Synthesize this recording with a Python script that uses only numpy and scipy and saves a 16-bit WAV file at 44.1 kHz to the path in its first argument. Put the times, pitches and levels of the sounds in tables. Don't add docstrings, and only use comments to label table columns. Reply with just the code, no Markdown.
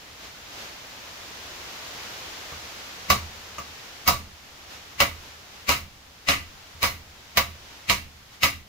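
import sys
import numpy as np
from scipy import signal
from scipy.fft import rfft, irfft, next_fast_len
from scipy.io import wavfile

SR = 44100
rng = np.random.default_rng(int(sys.argv[2]) if len(sys.argv) > 2 else 0)


def unload_wav(signal):
    wavfile.write(
        sys.argv[1],
        SR,
        np.round(np.clip(np.atleast_2d(signal).T, -1, 1) * 32767).astype(np.int16),
    )


N = 382788
LIFE = SR // 2

# start in seconds, clank level in dB, then knock, body, ting and sizzle
# (low to high bands of the clank) in dB, thump level in dB, snap in dB (counted twice in the crush),
# left over right in dB, lead-in swell in dB, dip of the hiss after the blow in dB (negative: a rise).
HAMMER_BLOWS = [(3.1017, -18.5, 1.5, 3.5, 1.5, -2, -31.5, 6.5, 0, -4, 1),
                (4.077, -18, 0.5, 4, 3.5, 2, -33.5, 5.5, -0.5, -2, 5),
                (5.0038, -18.5, -4.5, 0, -3, -5.5, -36, 5.5, -1.5, -0.5, 1.5),
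                (5.6933, -21, -8, -2, -1.5, -2.5, -35.5, 0, -1.5, 6.5, 3),
                (6.288, -20.5, -9, -5, -3.5, -13, -36.5, 1, -.5, 3.5, -0.5),
                (6.83, -22, -4, -0.8, -0.5, 2.5, -38, -2.5, -1.5, 2, 2.5),
                (7.3721, -19, -4, 0, -1.5, -2, -36, 8, -1.5, -6.5, 2.5),
                (7.8983, -21, -4, -5.5, -1.5, -5.5, -36.5, 4.5, -2.5, 4, 3),
                (8.433, -19.5, -7.5, -4, -1.5, -4.5, -37, 4.5, -.5, 1.5, 2)]


def blows(swell_db=-1, swell_t60=0.052):
    out = np.zeros((2, N))
    lead = SR // 25
    before_crack = np.arange(lead)[::-1] / SR
    for (s, clank_db, knock_db, body_db, ting_db, sizzle_db,
         thump_db, snap_db, pan_db, rise_db, _) in HAMMER_BLOWS:
        shade = [(350, knock_db), (600, body_db), (1300, body_db), (1800, 0), (3000, 0),
                 (4200, ting_db), (8000, ting_db), (13000, sizzle_db / 2)]
        metal = steel()
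        colour = lambda hz: metal(hz) * amp(along(shade, hz))

        lead_in = [(200, 16.4), (1000, 2.3), (2200, 11.6), (15000, 6.5)]  # Hz, dB
        lead_colour = lambda hz: colour(hz) * amp(along(lead_in, hz))
        swell = unit(filtered(diffuse(lead), lead_colour)) * amp([[2], [-2]])
        swell = swell * amp(swell_db + rise_db - 60 * before_crack / swell_t60)

        gain = amp(clank_db + np.array([[pan_db], [-pan_db]]) / 2)
        add(out, s - lead / SR, gain * swell)
        add(out, s, gain * contact(colour, snap_db, sizzle_db))
        add(out, s, amp(thump_db) * stand())

    lean_points = [(100, -0.5), (600, -0.5), (1200, -2.0), (2300, 1.5), (4500, -2.5), (9000, 4), (14000, 2.0)]
    lean = lambda hz: along(lean_points, hz)
    return filtered(out, lambda hz: amp(np.array([lean(hz), -lean(hz)]) / 2))


def contact(colour, snap_db, sizzle_db, crush_db=-10, crush_t60=0.13, build=0.0061, chime_db=-7):
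    t = np.arange(LIFE) / SR
    crack_db, crack_t60 = -5.5, .0025
    crush_db = crush_db + 2 * snap_db
    crack = amp(crack_db) * burst(diffuse(LIFE) * amp(-60 * t / crack_t60))
    crush = amp(crush_db) * burst(diffuse(LIFE) * amp(-60 * t / crush_t60))

    aim = [(200, -3), (1000, -3), (4000, 2), (9000, -3), (15000, 6 + sizzle_db)]  # Hz, dB
    direct = burst(rung(crack + crush, lambda hz: colour(hz) * amp(along(aim, hz))))
    strength = np.hypot(amp(crack_db), amp(crush_db))

    duller = lambda hz: colour(hz) * amp(along([(13000, 0), (14800, -3)], hz))
    tail = burst(shed(duller)) + amp(chime_db) * chime(duller)
    tail = tail * (1 - np.exp(-t / build))
    return burst(strength * direct + burst(tail))


# frequency in Hz, level in dB.
STEEL_COLOUR = [(30, -6), (150, -9.5), (330, -5.5), (480, -6), (850, -6), (1150, 1), (1600, -5.5),
                (2300, -5), (3400, -8.5), (4500, -8), (6500, -7), (8700, -18), (12000, -16), (15200, -12)]
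# frequency in Hz, width in Hz,
# height in dB against the broad colour (added to it as power).
STEEL_MODES = [(199, 11, 8.5), (275, 8, 7), (527, 30, 3), (564, 14, 9), (683, 10, 12), (735, 33, 4),
               (970, 10, 10), (1110, 17, 2), (1146, 30, 10), (1203, 16, 8), (1268, 14, 8), (2002, 44, 10),
               (2068, 11, 9), (2215, 43, 10), (2347, 34, 6), (2539, 18, 6), (2755, 63, 7), (2870, 65, 2),
               (2970, 67, 4), (3292, 7, 3), (3737, 7, 7), (3876, 36, 11), (4255, 78, 7), (5022, 22, 12),
               (8123, 10, 7), (9660, 97, 6), (10835, 36, 9), (14860, 68, 13)]


def steel(scatter_db=1.5):
    hz = np.fft.rfftfreq(LIFE, 1 / SR)
    centre, width, db = np.transpose(STEEL_MODES)[:, :, None]
    height = amp(db + scatter_db * rng.standard_normal(db.shape))
    peaks = np.sum(height ** 2 / (1 + (2 * (hz - centre) / width) ** 2), axis=0)
    gain = amp(along(STEEL_COLOUR, hz)) * np.sqrt(1 + peaks)
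    return lambda f: np.interp(f, hz, gain)


def chime(colour, ring_t60=0.11, scatter_db=3, drift=0.0066):
    t = np.arange(LIFE * 2 // 3) / SR
    hz = np.array(STEEL_MODES)[:, :1] * (1 + drift * rng.standard_normal((len(STEEL_MODES), 1)))
    size = colour(hz) * amp(scatter_db * rng.standard_normal(hz.shape))
    fade = amp(-60 * t * (1 + hz / 40000) / ring_t60)
    apart = np.minimum(hz / 1300, np.pi) * rng.standard_normal((2, len(hz), 1))
    phase = rng.uniform(0, 2 * np.pi, hz.shape) + apart
    tones = np.sum(size * fade * np.sin(2 * np.pi * hz * t + phase), axis=1)
    return burst(np.pad(tones, [(0, 0), (0, LIFE - len(t))]))


# frequency in Hz, time to fall 60 dB in seconds.
SHED_DECAY = [(80, 1), (250, 0.26), (600, 0.23), (1200, 0.24), (2600, 0.29), (6000, 0.25), (15000, 0.29)]


def shed(colour):
    hz, t, z = signal.stft(filtered(diffuse(LIFE), colour), SR, nperseg=256)
    fade = amp(-60 * t / along(SHED_DECAY, hz)[:, None])
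    return signal.istft(z * fade, SR, nperseg=256)[1][:, :LIFE]


# frequency in Hz, level in dB, time to fall 60 dB in seconds.
STAND_MODES = [(62, -19, .8), (77.5, -4, .6), (84.5, -3, .45), (93, -5, .25), (108, -3.5, .25),
               (120, -1, .22), (134, -2.5, .22)]


def stand(rise=0.011, spread=0.18):
    t = np.arange(LIFE) / SR
    ring = 0
    for hz, db, t60 in STAND_MODES:
        phase = spread * rng.normal() * np.array([[1], [-1]])
        size = amp(db + rng.normal(0, 1) - 60 * t / t60)
        ring = ring + size * np.sin(2 * np.pi * hz * t + phase)
    return burst(ring * (1 - np.exp(-t / rise))) * amp([[-.8], [.8]])


# start in seconds, tink level in dB, thump level in dB.
LIGHT_TAPS = [(2.519, -48.5, -48.5), (3.583, -39, -52), (3.597, -50.5, -64), (6.748, -65, -52)]
# frequency in Hz, level in dB.
TAP_COLOUR = [(200, -2), (450, 2), (900, -13), (1220, -0.5), (1500, -7), (2200, -15), (2900, -9),
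              (4000, -31), (6300, -5), (10000, -15), (15000, -17)]
PING_HZ, PING_T60, PING_DB = 1187, 0.14, -7


def taps():
    out = np.zeros((2, N))
    t = np.arange(LIFE) / SR
    ping = amp(PING_DB) * burst(np.sin(2 * np.pi * PING_HZ * t) * amp(-60 * t / PING_T60))
    for s, tink_db, thump_db in LIGHT_TAPS:
        metal = steel()
        colour = lambda hz: metal(hz) * amp(along(TAP_COLOUR, hz))
        tink = contact(colour, snap_db=12.0, sizzle_db=-4)
        add(out, s, amp(tink_db) * (tink + ping))
        add(out, s, amp(thump_db) * stand())
    return out


# frequency in Hz, level in dB.
HISS_COLOUR = [(100, -14), (280, -4), (700, 0), (1500, -.5), (3000, -1), (5600, -4), (7100, -8),
               (8300, -18), (12000, -17), (15500, -15.5)]
# frequency in Hz, level in dB.
RUMBLE_COLOUR = [(20, -15), (40, -8), (76, 0), (105, -5), (135, -6), (165, -13), (200, -9), (400, -22),
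                 (1000, -45)]
FIZZ_DB, FIZZ_HZ = -63.5, 7000
RUMBLE_DB, RUMBLE_FOLLOWS = -56.5, 0.23


def background(hiss_db=3):
    hiss = unit(filtered(diffuse(N), lambda hz: amp(along(HISS_COLOUR, hz))))
    fizz = unit(filtered(diffuse(N), lambda hz: hz > FIZZ_HZ))
    rumble = unit(filtered(diffuse(N), lambda hz: amp(along(RUMBLE_COLOUR, hz))))
    db = hiss_level()
    rumble_db = RUMBLE_DB + RUMBLE_FOLLOWS * (db - db.mean())
    return hiss * amp(db + hiss_db) + fizz * amp(FIZZ_DB) + rumble * amp(rumble_db)


# time in seconds, level in dB before the lift in background().
HISS_COURSE = [(0.0, -48.5), (2.03, -40.5), (6.21, -51.5), (7.69, -48.5), (8.68, -54)]
# time of the top in seconds, rise in dB,
# seconds from the top until the rise has shrunk to 1/e.
HISS_SWELLS = [(0.248, 4, 0.043), (.61, 5, 0.099), (4.734, 4.5, .04), (5.26, 3.5, 0.11), (5.58, 2.5, 0.083),
               (7.72, 2, 0.14), (8.343, 4, .025)]
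DIP_FALL_S, DIP_RECOVER_S = 0.2, 0.51


def hiss_level():
    t = np.arange(N) / SR
    dip_times = [0, DIP_FALL_S, DIP_FALL_S + DIP_RECOVER_S]
    dips = sum(np.interp(t - s, dip_times, [0, dip_db, 0]) for s, *_, dip_db in HAMMER_BLOWS)
    swells = sum(rise_db * np.exp(-((t - s) / half) ** 2) for s, rise_db, half in HISS_SWELLS)
    return level(HISS_COURSE) - dips + swells


# frequency in Hz, left-right correlation from 0 to 1.
STEREO_LIKENESS = [(60, 0.92), (130, 0.9), (290, 0.91), (640, 0.24), (1400, 0.03), (15000, 0)]


def diffuse(size):
    turn = lambda hz: np.arccos(np.clip(along(STEREO_LIKENESS, hz), -1, 1)) / 2
    shares = lambda hz: np.array([np.cos(turn(hz)), np.sin(turn(hz))])
    mid, side = filtered(rng.standard_normal((2, size)), shares)
    return np.array([mid + side, mid - side])


def amp(db):
    return 10 ** (np.asarray(db) / 20)


def unit(x):
    return x / np.sqrt(np.mean(x ** 2) + 1e-20)


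def burst(x):
    return x / np.sqrt(np.mean(np.sum(x ** 2, axis=-1)) * 10 / SR + 1e-20)


def along(points, hz):
    f, v = np.transpose(points)
    return np.interp(np.log(hz + 1), np.log(f + 1), v)


def level(rows):
    return np.interp(np.arange(N) / SR, *np.transpose(rows))


def filtered(x, gain):
    m = next_fast_len(x.shape[-1] + 8192)
    return irfft(rfft(x, m) * gain(np.fft.rfftfreq(m, 1 / SR)), m)[..., :x.shape[-1]]


def rung(x, gain):
    m = 2 * next_fast_len(x.shape[-1])
    cepstrum = irfft(np.log(np.maximum(gain(np.fft.rfftfreq(m, 1 / SR)), 1e-6)))
    cepstrum[1:m // 2] *= 2
    cepstrum[m // 2 + 1:] = 0
    return irfft(rfft(x, m) * np.exp(rfft(cepstrum)), m)[..., :x.shape[-1]]


def add(track, s, sound):
    room = track[:, round(s * SR):][:, :sound.shape[-1]]
    room += sound[..., :room.shape[-1]]


def scene():
    return blows() + taps() + background()


def record(dry, ceiling=1.0, top_hz=15650):
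    rounded = dry / (1 + np.abs(dry / ceiling) ** 4) ** (1 / 4)
    return filtered(rounded, lambda hz: 1 / (1 + (hz / top_hz) ** 120))


dry = scene()
out = record(dry)
unload_wav(out)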